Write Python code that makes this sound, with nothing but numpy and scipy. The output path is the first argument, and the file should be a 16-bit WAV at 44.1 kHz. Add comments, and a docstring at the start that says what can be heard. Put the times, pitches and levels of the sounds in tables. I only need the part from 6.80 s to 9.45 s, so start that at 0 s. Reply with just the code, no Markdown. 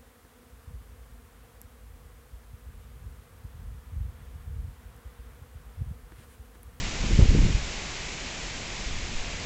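"""A dense rice field in wind. Countless leaves brush each other and merge into a steady hiss that
slowly eases; the nearest blades add tiny ticks. One gust buffets the microphone early on, its
eddies thumping as they pass. A much weaker one follows near the end."""
import sys
import numpy as np
from scipy.fft import rfft, irfft
from scipy.io import wavfile
from scipy.ndimage import uniform_filter1d

SR = 44100
rng = np.random.default_rng(int(sys.argv[2]) if len(sys.argv) > 2 else 0)


def int16_out(signal):
    """Quantize to a 16-bit WAV file."""
    q = np.round(np.clip(np.atleast_2d(signal).T, -1, 1) * 32767)
    wavfile.write(sys.argv[1], SR, q.astype(np.int16))


N = 116865

# wind in the plants (time [s], hiss level [dB])
RUSTLE_LEVEL = [(0, -35), (.45, -35), (.9, -36.5), (1.4, -37), (1.9, -37.5), (2.3, -37.5), (2.65, -37)]
# field hiss up to about 8 kHz; higher points shape a faint treble floor
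# (frequency [Hz], relative density [dB])
HISS_SPECTRUM = [(60, 2), (150, 5.5), (300, 2.5), (480, 0.5), (700, -0.5), (1000, -2), (1350, -4),
                 (1750, -2), (2100, -0.05), (2500, -1.3), (3200, -4), (4200, -5), (5500, -5.5), (7500, -5),
                 (11300, -4.5), (12500, -16.5), (15000, -16), (17000, -39)]
# nearby leaf ticks (frequency [Hz], relative density [dB])
LEAF_SPECTRUM = [(600, -27), (1500, -10.5), (2300, -0.5), (3500, -5), (7500, -12), (11000, -36),
                 (17000, -42.5)]
# wind at the microphone (time [s], buffeting level before brightening [dB])
GUST_LEVEL = [(0, -31), (.18, -36.5), (.235, -23), (.30, -28), (.37, -24), (.415, -20), (.47, -30.5),
              (.51, -22), (.58, -20), (.64, -20), (.70, -24.5), (.76, -26.5), (.80, -32), (1.0, -38.5),
              (1.4, -41.5), (2.02, -38.5), (2.08, -35), (2.18, -33), (2.27, -34.5), (2.39, -37.5),
              (2.5, -36), (2.65, -34)]
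# buffeting at BUFFET_REF_DB (frequency [Hz], relative density [dB])
BUFFET_SPECTRUM = [(8, -5.5), (20, -1), (38, 2), (65, -5), (115, -8.5), (225, -14), (300, -20.5),
                   (500, -35), (800, -47), (1500, -61), (8000, -110)]
# eddies hitting the microphone (time [s], push level [dB], time scale [ms], wake level [dB])
EDDY_HITS = [(0.23, -28, 1.3, -31), (.311, -14.5, 0.77, -29), (0.338, -15, 2.3, -47),
             (0.359, -16, 4.3, -45), (.393, -2, 1.12, -22.5), (.409, -12, 1.13, -25),
             (0.429, -1.5, 1.93, -29), (0.458, -14, 0.7, -33), (0.495, -2, 2.8, -42),
             (0.504, -15.5, 0.91, -31), (.527, -13, 3.2, -47.5), (0.551, -10.5, 0.56, -27.5),
             (.565, -17.5, 1.1, -41), (0.615, -12.5, 1, -36), (0.638, -7, 2.2, -41), (0.665, -13, 1.1, -37),
             (0.753, -10, 1.93, -43), (2.07, -24, 3.3, -56), (2.141, -23.5, 7.7, -45),
             (2.375, -22, 8.9, -54)]
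# wake of an eddy (frequency [Hz], relative density [dB])
WAKE_SPECTRUM = [(40, -10), (120, -3), (230, 3), (330, 0), (520, -6.5), (750, -17.5), (1100, -24),
                 (2500, -48), (8000, -104)]

SWAY_DB, SWAY_HZ, FLICKER_DB, FLICKER_HZ = 0.3, 8.4, 0.5, 17
LEAF_TICKS_PER_S, LEAF_SCATTER_DB, LEAF_RE_HISS_DB = 3000, 2.5, -5.5
BUFFET_REF_DB, BUFFET_KNEE_HZ = -25, 60
BRIGHTEN_PER_OCT, BRIGHTEN_SPAN_OCT = 0.33, 1.5
FLUTTER_DB, FLUTTER_HZ = 2.5, 60.5
SUCTION_DEPTH, SUCTION_LENGTH = 0.55, 2.1  # ratios to the push
WAKE_RISE_S, WAKE_DECAY_S = 0.003, 0.013
ROLL_OFF_HZ, STOP_HZ, STOP_DB = 7194, 8306, -37


def undb(db):
    """Decibels to gain."""
    return 10 ** (np.asarray(db) / 20)


def unit_rms(x):
    """Scale to rms 1."""
    return x / np.sqrt(np.mean(x ** 2))


def envelope(rows):
    """Join (time [s], value) rows by straight lines."""
    return np.interp(np.arange(N) / SR, *np.array(rows).T)


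def wander(rate_hz):
    """Random steps at rate_hz, smoothed twice; rms 1."""
    hold = max(int(SR / rate_hz), 1)
    steps = rng.standard_normal(4096)[np.arange(N) // hold % 4096]
    return unit_rms(uniform_filter1d(uniform_filter1d(steps, hold), hold))


def bin_octaves():
    """FFT bin frequencies in octaves above 1 Hz."""
    return np.log2(np.maximum(np.arange(N // 2 + 1) * SR / N, 1))


def colour(x, points):
    """Filter by (frequency [Hz], level [dB]) points; rms 1."""
    hz, db = np.array(points).T
    gain = undb(np.interp(bin_octaves(), np.log2(hz), db))
    return unit_rms(irfft(rfft(x) * gain, N))


def octave_bands(x):
    """Yield overlapping (centre [Hz], band) pairs; the bands sum to x."""
    spectrum, bins_oct, centres_oct = rfft(x), bin_octaves(), np.arange(5, 14)
    for centre in centres_oct:
        weight = np.interp(bins_oct, centres_oct, 1. * (centres_oct == centre))
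        yield 2. ** centre, irfft(spectrum * weight, N)


def field_hiss():
    """Distant leaves merge into a hiss up to about 8 kHz; its bands sway together and flicker alone."""
    hiss = colour(rng.standard_normal(N), HISS_SPECTRUM)
    sway_db = SWAY_DB * wander(SWAY_HZ)
    return sum(band * undb(sway_db + FLICKER_DB * wander(FLICKER_HZ)) for _, band in octave_bands(hiss))


def leaf_ticks():
    """The nearest blades touch in dense, tiny ticks of uneven size."""
    touches = rng.random(N) < LEAF_TICKS_PER_S / SR
    signs = np.sign(rng.standard_normal(N))
    sizes = undb(LEAF_SCATTER_DB * np.clip(rng.standard_normal(N), -2, 2))
    return undb(LEAF_RE_HISS_DB) * colour(touches * signs * sizes, LEAF_SPECTRUM)


def buffeting():
    """Turbulence on the microphone: louder and brighter in stronger wind; the upper bands flutter."""
    gust_db = envelope(GUST_LEVEL)
    flutter_db = FLUTTER_DB * np.clip(wander(FLUTTER_HZ), -2, 2)
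    rumble = colour(rng.standard_normal(N), BUFFET_SPECTRUM)
    out = np.zeros(N)
    for hz, band in octave_bands(rumble):
        above_oct = np.clip(np.log2(hz / BUFFET_KNEE_HZ), 0, BRIGHTEN_SPAN_OCT)
        brighten_db = BRIGHTEN_PER_OCT * above_oct * (gust_db - BUFFET_REF_DB)
        out += band * undb(gust_db + brighten_db + min(above_oct, 1) * flutter_db)
    return out


def bump(u):
    """Rounded pulse, height 1 at u = 0."""
    return 1 / (1 + u ** 2) ** 2


def eddies():
    """Each eddy: a pressure push, then a longer, shallower suction, with a brief rough wake."""
    time_s = np.arange(N) / SR
    wake = colour(rng.standard_normal(N), WAKE_SPECTRUM)
    out = np.zeros(N)
    for hit_s, push_db, scale_ms, wake_db in EDDY_HITS:
        age_s = time_s - hit_s
        u = age_s * 1000 / (2 * scale_ms)
        push = bump(u + 0.5)
        suction = SUCTION_DEPTH * bump((u - 1) / SUCTION_LENGTH)
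        wake_gain = undb(wake_db) * np.exp(np.minimum(age_s / WAKE_RISE_S, -age_s / WAKE_DECAY_S))
        out += undb(push_db) * (push - suction) + wake_gain * wake
    return out


def scene():
    """Rustling field plus wind on the microphone; mono."""
    rustle = undb(envelope(RUSTLE_LEVEL)) * (field_hiss() + leaf_ticks())
    return (rustle + buffeting() + eddies())[None]


def record(dry):
    """Steep treble cut down to a floor of STOP_DB."""
    hz = np.arange(N // 2 + 1) * SR / N
    gain = np.interp(hz, [ROLL_OFF_HZ, STOP_HZ], [1, 0])
    return irfft(rfft(dry) * np.maximum(gain, undb(STOP_DB)), N)


dry = scene()
out = record(dry)
int16_out(out)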